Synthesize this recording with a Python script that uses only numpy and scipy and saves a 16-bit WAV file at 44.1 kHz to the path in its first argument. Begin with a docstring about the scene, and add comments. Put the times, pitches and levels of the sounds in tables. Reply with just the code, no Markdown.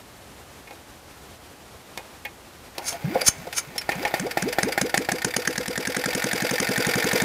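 """A small old single-cylinder diesel is hand-cranked on a lawn, catches and picks up speed.
The steel handle clunks, gears rattle, and air hisses past the lifted valve until the decompressor
lever drops. Then each cycle brings a firing knock, an exhaust crack, two valve clacks and a hollow
chuff that rises as the piston shrinks the cylinder. Quiet outdoor air lies underneath."""
import sys
import numpy as np
from scipy import signal
from scipy.fft import rfft, irfft
from scipy.io import wavfile

SR = 44100
rng = np.random.default_rng(int(sys.argv[2]) if len(sys.argv) > 2 else 0)


def dump_mix(stems):
    """Bounce the given channels to the path in sys.argv[1] as a 16-bit WAV at rate SR."""
    frames = np.atleast_2d(stems).T  # one column per channel
    limited = np.clip(frames, -1, 1)  # hard clip at full scale
    pcm = np.round(limited * 32767).astype(np.int16)
    wavfile.write(sys.argv[1], SR, pcm)


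N = 319284
TIME_S = np.arange(N) / SR


def gain_of(db):
    return 10 ** (np.asarray(db) / 20)


def unit_rms(x):
    return x / np.sqrt(np.mean(x ** 2) + 1e-20)


def add(mix, start_s, sound):
    part = mix[max(round(start_s * SR), 0):][:len(sound)]
    part += sound[:len(part)]


def butter(x, order, hz, kind="low"):
    return signal.sosfilt(signal.butter(order, hz, kind, fs=SR, output="sos"), x)


def wander(length, hz):
    """Smooth random drift, unit RMS."""
    return unit_rms(butter(rng.standard_normal(length + SR // 4), 2, hz)[-length:])


def rasp(length, grit_db=2, grit_hz=370):
    """Noise with a gritty, uneven level."""
    return unit_rms(rng.standard_normal(length) * gain_of(grit_db * wander(length, grit_hz)))


def colour(x, spectrum, modes=(), size=8192):
    """Minimum-phase filter of unit energy: broad spectrum plus ringing modes."""
    hz = np.fft.rfftfreq(size, 1 / SR)
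    knot_hz, knot_db = np.transpose(spectrum)
    broad = gain_of(np.interp(np.log(hz + 1), np.log(knot_hz + 1), knot_db))
    peaks = sum(gain_of(lift) ** 2 / (1 + (2 * (hz - at) / width) ** 2) for at, width, lift in modes)
    cepstrum = irfft(np.log(broad * np.sqrt(1 + peaks)))[:size // 2]
    impulse = irfft(np.exp(rfft(2 * cepstrum, size) - cepstrum[0]))[:size // 2]
    return signal.oaconvolve(x, impulse / np.linalg.norm(impulse))[:N]


def bursts(times_s, levels_db, rise_s, fall_s, hold_s=0, alike=0):
    """Noise puffs that swell up to their times, hold and decay; power share `alike` repeats exactly."""
    power, repeated = np.zeros((2, N))
    t = np.arange(-SR // 8, SR // 4) / SR
    grain = rasp(len(t))
    for s, db, up, down in np.broadcast(times_s, levels_db, rise_s, fall_s):
        shape = gain_of(db) * np.exp(np.minimum(t, 0) / up - np.maximum(t - hold_s, 0) / down)
        add(power, s + t[0], shape ** 2)
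        add(repeated, s + t[0], shape * grain * np.linalg.norm(shape) / np.linalg.norm(shape * grain))
    return np.sqrt((1 - alike) * power) * rasp(N) + np.sqrt(alike) * repeated


def pushes(times_s, levels_db, hz, decay_s):
    """Short shoves of air, each a damped sine."""
    t, out = np.arange(SR // 10) / SR, np.zeros(N)
    for s, db in np.broadcast(times_s, levels_db):
        add(out, s, gain_of(db) * np.sin(2 * np.pi * hz * t) * np.exp(-t / decay_s))
    return out


# Outdoor air: f/Hz, level/dB
AIR_SPECTRUM = [(18, -59), (26, -15), (64, 1.5), (174, -5.5), (210, -4), (449, -5.5), (720, -6),
                (961, -8.5), (2410, -14), (13600, -23.5), (16000, -34)]
def air(level_db=-46, swell_db=1):
    """Quiet outdoor wash with a faint hiss."""
    wash = colour(rng.standard_normal(N), AIR_SPECTRUM)
    return wash * gain_of(level_db + swell_db * wander(N, 9.5))


# Handle and lever knocks: t/s, clunk/dB, ring/dB, tick/dB
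HANDLE_KNOCKS = [(0.671, -54, -44.5, -55), (0.706, -44, -48, -48), (1.973, -38, -36.5, -34),
                 (2.25, -42, -29, -42), (2.779, -34.5, -45, -31.5), (2.924, -37, -45, -36.5),
                 (3.778, -59, -37.5, -25), (3.916, -34.5, -27, -36), (4.049, -27.5, -23.5, -30.5)]
# Steel ring and tick: f/Hz, level/dB
RING_SPECTRUM = [(700, -58), (1600, -5.5), (2300, -1.5), (3000, -5.5), (8000, -31)]
TICK_SPECTRUM = [(1000, -10), (3000, 6), (5500, 4.5), (8000, -5), (11000, -0.5), (15000, -9)]
# Case and handle resonances: f/Hz, width/Hz, lift/dB
CASE_MODES = [(367, 20, 4.3), (531, 51, 7), (708, 16, 9.6), (834, 69, 10.4)]
HANDLE_MODES = [(1820, 140, 7.7), (2140, 40, 5.6), (2180, 31, 13), (2476, 39, 14.3)]
def handle():
    """Steel handle and lever clunk, ring and tick against the engine."""
    s, clunk_db, ring_db, tick_db = np.transpose(HANDLE_KNOCKS)
    clunk = bursts(s + .0013, clunk_db + 4.5, rise_s=.0013, fall_s=.021)
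    ring = bursts(s + .0026, ring_db + 3.5, rise_s=.0011, fall_s=.0098)
    tick = bursts(s + .0028, tick_db + 4, rise_s=.00066, fall_s=.0056)
    clunk = colour(clunk, [(100, -6), (400, 4), (950, 3), (1400, -5), (4000, -27.5)], CASE_MODES)
    return clunk + colour(ring, RING_SPECTRUM, HANDLE_MODES) + colour(tick, TICK_SPECTRUM)


# Steel clinks: t/s, f/Hz, overtone/Hz, level/dB, t60/s
STEEL_CLINKS = [(2.251, 2180, 13800, -27, .022), (3.217, 4780, 11100, -15, 0.023),
                (3.781, 5400, 10580, -19, 0.061)]
def clinks(overtone_db=-6):
    """The handle, a seating valve and the dropped decompressor lever each clink with two partials."""
    t, out = np.arange(SR // 5) / SR, np.zeros(N)
    for s, hz, overtone_hz, db, t60_s in STEEL_CLINKS:
        ring = np.sin(2 * np.pi * hz * t) + gain_of(overtone_db) * np.sin(2 * np.pi * overtone_hz * t)
        add(out, s, ring * gain_of(db - 60 * t / t60_s))
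    return out


def run_up(start_s=4.977, governed_s=.09109, excess_s=.05205, excess_kept=.72, creep_s=.000146):
    """Exhaust opening times as the cycle closes in on a governed period that creeps shorter."""
    cycle = np.arange(23)
    lengths_s = governed_s + excess_s * excess_kept ** cycle - creep_s * cycle
    return start_s + np.append(0, np.cumsum(lengths_s))


# Running engine: t/s, level/dB, exhaust crack/dB (eases when the governor cuts fuel)
RUNNING_LEVELS = [(4.98, -7.5, -16), (5.4, -6.5, -13.5), (5.68, -7.5, -21), (6.18, -3, -18),
                  (6.65, -2, -21), (7.22, 1, -19)]
SCATTER_DB = .24
def running_db(times_s, full_db, slope):
    """One part's level: follows the engine by `slope` dB per dB, uneven from cycle to cycle."""
    at_s, level_db, _ = np.transpose(RUNNING_LEVELS)
    scatter_db = SCATTER_DB * rng.standard_normal(len(times_s))
    return full_db + slope * np.interp(times_s, at_s, level_db) + scatter_db


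# Scrape and rattle while cranking: t/s, level/dB
CRANKING_RATTLE = [(2.75, -47), (2.9, -36.5), (3.0, -41), (3.2, -29), (3.35, -42.5), (3.85, -43.5),
                   (4.02, -31), (4.33, -38), (4.6, -34.5)]
# Block resonances: f/Hz, width/Hz, lift/dB
BLOCK_MODES = [(838, 34, 3.2), (1462, 61, 7.2), (1820, 114, 2.9), (2130, 85, 6.6), (2296, 195, 7.2),
               (2585, 28, 7.8), (3597, 40, 4.3), (4670, 70, 7), (4870, 60, 4.9), (5120, 53, 2.2),
               (11200, 220, 4.9), (13900, 190, 5.3)]
def gears(trim_db=-3):
    """Teeth and loose parts rattle in the block."""
    rattle = rasp(N, grit_db=3, grit_hz=236)
    running = np.column_stack([run_up(), running_db(run_up(), full_db=-28, slope=1.6)])
    at_s, level_db = np.vstack([CRANKING_RATTLE, running]).T
    rattle *= gain_of(np.interp(TIME_S, at_s, level_db, left=-100) + trim_db)
    spectrum = [(80, -11.5), (300, -2.5), (750, 5), (1100, -3.5), (2100, -2.5), (3000, -8.5),
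                (5000, -13.5), (9000, -22), (12500, -17), (14500, -14.5)]
    return colour(rattle, spectrum, BLOCK_MODES)


# Puffs past the lifted valve: t/s, level/dB, rise/s, fall/s, port ring/dB
LEAK_PUFFS = [(2.886, -23, 0.017, 0.02, -42), (3.269, -13, 0.0044, 0.0071, -41),
              (3.281, -9.5, 0.0029, 0.005, -31), (3.285, -9, 0.0031, 0.0034, -28),
              (3.275, -21, 0.013, 0.0068, -42), (3.584, -17.5, 0.013, 0.008, -27)]
# Jet: f/Hz, level/dB
JET_SPECTRUM = [(150, -25), (700, -14.5), (2300, -11), (2800, -12.5), (4200, -8), (6800, -8.5),
                (8300, -9.5), (9800, -9), (12200, -16), (14500, -12), (16000, -33)]
# Pipe and port resonances: f/Hz, width/Hz, lift/dB
PIPE_MODES = [(1550, 56, -1), (3035, 46, 4), (4880, 150, 5), (5490, 270, 4), (6364, 190, 10.5),
              (7120, 200, 2.5), (9610, 460, 5), (10840, 190, 0)]
PORT_MODES = [(1393, 45, 21), (2300, 59, 18.5)]
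def leaks(whistle_db=7, narrowing=.63):
    """Compression escapes as a jet: the pipe whistles, the port rings, the hardest puff ends in a pop."""
    s, jet_db, rise_s, fall_s, port_db = np.transpose(LEAK_PUFFS)
    whistles = [(hz, width * narrowing, lift + whistle_db) for hz, width, lift in PIPE_MODES]
    jet = colour(bursts(s, jet_db, rise_s, fall_s), JET_SPECTRUM, whistles)
    port = bursts(s, port_db, rise_s, fall_s)
    port = colour(port, [(500, -21), (1400, 0), (2300, 1), (5000, -15)], PORT_MODES)
    pop = pushes(3.2865, -8, hz=131, decay_s=.0015)
    return jet + port - pop


def groan(start_s=2.92, length_s=.059, hz=684, level_db=-30):
    """The dry crank groans once as it starts to turn."""
    swell = signal.windows.hann(round(length_s * SR))
    pitch_hz = hz * (1 + .011 * wander(len(swell), 120))
    out = np.zeros(N)
    add(out, start_s, gain_of(level_db) * swell * np.sin(2 * np.pi * np.cumsum(pitch_hz) / SR))
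    return out


# Laboured first turns, from exhaust opening: t/s, crack/dB, chuff/dB, top clack/dB, inlet seating/dB
SLOW_CYCLES = [(3.044, -55, -20, -33, -21.5), (3.384, -43, -38.5, -37.5, -25),
               (3.675, -45, -38.5, -35, -27), (3.956, -34, -30.5, -30, -26.5),
               (4.199, -22.5, -26.5, -32.5, -22), (4.425, -20.5, -23.5, -26.5, -20),
               (4.632, -17.5, -23, -26.5, -20), (4.815, -14.5, -23, -27.5, -24.5)]
def cycles():
    """All four-stroke cycles, columns as above: slow turns, then the run-up."""
    s = run_up()
    at_s, _, crack_db = np.transpose(RUNNING_LEVELS)
    crack_db = np.interp(s, at_s, crack_db) + SCATTER_DB * rng.standard_normal(len(s))
    chuff_db = running_db(s, full_db=-19, slope=.73)
    top_db = running_db(s, full_db=-19.5, slope=1.32)
    seat_db = running_db(s, full_db=-18.8, slope=1.14)
    return np.vstack([SLOW_CYCLES, np.column_stack([s, crack_db, chuff_db, top_db, seat_db])])


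def periods_s():
    """Length of each cycle."""
    gaps_s = np.diff(np.append(np.transpose(SLOW_CYCLES)[0], run_up()))
    return np.append(gaps_s, gaps_s[-1])


# Gas column over the exhaust stroke: phase/cycle, f/Hz, slow level/dB, fast level/dB
GAS_COLUMN = [(0, 143.5, 2.5, -13), (.05, 185.4, 0, 3.5), (.1, 215, 0.5, -3.5), (0.149, 261.7, 0.5, 1),
              (.21, 356, -2.5, -4.5), (.27, 439.4, 5, -0.5), (0.331, 512, -6, 8.5), (.41, 504, -16, -12.5),
              (.6, 477, -23.5, -8), (.9, 478, -51, -2)]
# Stroke drift: t/s, length/ratio, tilt along the stroke/dB, pitch/ratio (cold air rings lower)
STROKE_DRIFT = [(3.04, 1.04, -33, 0.87), (3.68, 1.15, -30, .86), (4.2, 1.02, 18, 0.96), (5.3, 0.88, 2, 1),
                (6.2, 1.035, -7, 0.99), (7.2, 1.01, 2.5, 0.96)]
# Silencer resonances: f/Hz, width/Hz, lift/dB
SILENCER_MODES = [(148.5, 41, 7.5), (212, 7.1, 3.7), (273.8, 12, 8.1), (324, 8, 6), (495.5, 27, 6)]
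def chuffs(trim_db=-3, lead_s=.00284, slow_s=.13, fast_s=.082, waver=.03, flutter_db=1.1, breath=.26):
    """Cylinder and open port ring like a bottle, climbing as the piston rises; the silencer joins in."""
    out = np.zeros(N)
    at_phase, note_hz, slow_db, fast_db = np.transpose(GAS_COLUMN)
    at_s, *drifts = np.transpose(STROKE_DRIFT)
    for (s, _, chuff_db, _, _), period_s in zip(cycles(), periods_s()):
        stretch, tilt_db, warmth = (np.interp(s, at_s, drift) for drift in drifts)
        phase = np.arange(0, period_s, 1 / SR) / (period_s * stretch)
        n = len(phase)
        speed = np.clip((1 / period_s - 1 / slow_s) / (1 / fast_s - 1 / slow_s), 0, 1)
        hz = warmth * np.interp(phase, at_phase, note_hz) * (1 + waver * wander(n, 170))
        stroke_db = np.interp(phase, at_phase, slow_db + speed * (fast_db - slow_db)) + tilt_db * phase
        angle = 2 * np.pi * np.cumsum(hz) / SR
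        gas = np.sin(angle) + breath * wander(n, 300) * np.cos(angle)
        gas *= gain_of(chuff_db + trim_db + stroke_db + flutter_db * wander(n, 113))
        add(out, s - lead_s, gas * signal.windows.tukey(n, .02))
    return colour(out, [(20, -8), (100, -2), (16000, 3)], SILENCER_MODES)


def low_echo(chuff, delay_s=.0153, echo_db=-5.5, corner_hz=300):
    """A close echo of each chuff's low part beats against the rising note."""
    lows = butter(chuff, 1, corner_hz)
    return chuff + gain_of(echo_db) * np.interp(TIME_S - delay_s, TIME_S, lows)


# Exhaust crack: f/Hz, level/dB
CRACK_SPECTRUM = [(150, -23), (480, 4.5), (1060, -8.5), (1650, 6.5), (2800, -9.5), (5800, -7.5), (7800, -7),
                  (10500, -9), (12700, -23), (14300, -17), (16000, -35)]
def exhaust():
    """The valve cracks open on hot gas: a sharp spit through the pipe."""
    s, crack_db, _, _, _ = cycles().T
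    spit = bursts(s - .0018, crack_db - 1, rise_s=.00077, fall_s=.00097, hold_s=.0039)
    return colour(spit, CRACK_SPECTRUM, PIPE_MODES)


# Piston tipping in its bore at low speed: t/s, level/dB
PISTON_SLAPS = [(3.152, -17), (3.169, -31), (3.219, -31), (3.471, -27.5), (3.759, -32), (4.028, -30),
                (4.264, -29.5), (4.687, -25.5)]
# Valve clack and piston slap: f/Hz, level/dB
CLACK_SPECTRUM = [(350, -30), (600, 0.5), (1180, -13.5), (1390, -1), (2370, -3.5), (3250, -4.5), (3580, -4),
                  (4330, -8.5), (4770, -3), (6020, -8.5), (14100, -15), (16000, -31)]
SLAP_SPECTRUM = [(80, -31), (180, -11), (350, -15), (510, 0), (800, -9), (1100, -22), (3000, -81)]
def valves_and_piston(thump_db=-7, alike=.55):
    """Rockers clack at top of stroke and at inlet seating; top clacks and piston slaps shake the case."""
    s, _, _, top_db, seat_db = cycles().T
    top_s, seat_s = s + .3035 * periods_s(), s + .495 * periods_s()
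    top = bursts(top_s, top_db - 3.5, rise_s=.0063, fall_s=.0045, hold_s=.0045, alike=alike)
    seat = bursts(seat_s, seat_db - 4.5, rise_s=.0013, fall_s=.0066, hold_s=.0049, alike=alike)
    slap = bursts(*np.transpose(PISTON_SLAPS), rise_s=.002, fall_s=.0048, hold_s=.0093)
    clacks = colour(top + seat, CLACK_SPECTRUM, BLOCK_MODES)
    return clacks + colour(slap + gain_of(thump_db) * top, SLAP_SPECTRUM, CASE_MODES)


# Heavily fuelled first ignitions: t/s, knock/dB, thud/dB
HEAVY_IGNITIONS = [(3.891, -21.5, -21.5), (4.14, -19.5, -20.5), (4.372, -19.5, -19), (4.585, -17.5, -18),
                   (4.777, -17, -21), (4.942, -14, -20.5), (5.088, -19.5, -22.5)]
def ignitions(cycle_share=.764, light_thud_db=-45):
    """All ignitions, columns as above: the heavy ones, then a light one per cycle."""
    opens_s = run_up()
    s = opens_s[:-1] + cycle_share * np.diff(opens_s)
    s = s[opens_s[:-1] > HEAVY_IGNITIONS[-1][0]]
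    knock_db = running_db(s, full_db=-18.5, slope=.61)
    return np.vstack([HEAVY_IGNITIONS, np.column_stack([s, knock_db, np.full(len(s), light_thud_db)])])


# Firing knock: f/Hz, level/dB
KNOCK_SPECTRUM = [(300, -35), (750, -4.5), (1130, -17.5), (1800, -2), (2900, -19), (3700, -9.5),
                  (8500, -22), (14300, -20.5), (16000, -55)]
# Crankcase and tank modes: f/Hz, level/dB, decay/s
THUD_MODES = [(174, -9, 0.0044), (338, -6.5, 0.0075), (635, 3.5, 0.0023), (806, 0.5, 0.005),
              (1400, -11.5, 0.0095)]
def combustion(shake_db=-10, alike=.55):
    """Ignitions knock the block; heavy ones thud through the crankcase and leave loose parts shaking."""
    s, knock_db, thud_db = ignitions().T
    knock = bursts(s + .00048, knock_db - 3, rise_s=.00052, fall_s=.0044, hold_s=.0049, alike=alike)
    # neighbouring modes oppose each other, so the thud takes a moment to build
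    thud = sum((-1) ** k * pushes(s - .001, thud_db + db + 6, hz, decay_s)
               for k, (hz, db, decay_s) in enumerate(THUD_MODES))
    shake = bursts(s + .0043, thud_db + shake_db, rise_s=.0011, fall_s=.045)
    spectrum = [(200, -5), (700, 12.5), (1100, 0), (1500, -6), (2400, 2.5), (3200, -5.5), (12000, -12)]
    return colour(knock, KNOCK_SPECTRUM, BLOCK_MODES) + thud + colour(shake, spectrum, BLOCK_MODES)


def slapback(x, delay_s=.014, echo_db=-23):
    """One faint early reflection doubles the sharpest cracks."""
    return x + gain_of(echo_db) * np.pad(x, (round(delay_s * SR), 0))[:N]


def garden(x, near_db=-14, far_db=-26, near_t60_s=.09, far_t60_s=.42):
    """Quick scatter off the machine, which bass bends around, and a faint dull return from the trees."""
    t = np.arange(SR // 2) / SR
    near, far = rng.standard_normal((2, len(t))) * (t > .004)
    near = butter(near * gain_of(-60 * t / near_t60_s), 2, 600, "high")
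    far = butter(far * gain_of(-60 * t / far_t60_s), 1, 3000)
    tail = gain_of(near_db) * near / np.linalg.norm(near) + gain_of(far_db) * far / np.linalg.norm(far)
    return x + signal.oaconvolve(x, tail)[:N]


def scene():
    """The engine stands close by on open grass."""
    gas = low_echo(chuffs()) + exhaust() + leaks()
    engine = gas + combustion() + valves_and_piston() + gears()
    engine = butter(engine, 2, 50, "high")  # deep bass below 50 Hz rolls away
    machine = slapback(engine) + handle() + clinks() + groan()
    return (garden(machine) + air())[None]


def record(dry, edge_hz=15600):
    """Clip the highest peaks, then limit the band."""
    lowpass = signal.firwin(255, edge_hz, window=("kaiser", 8), fs=SR)
    return signal.oaconvolve(np.clip(dry, -1, 1), lowpass[None], "same")


dry = scene()
out = record(dry)
dump_mix(out)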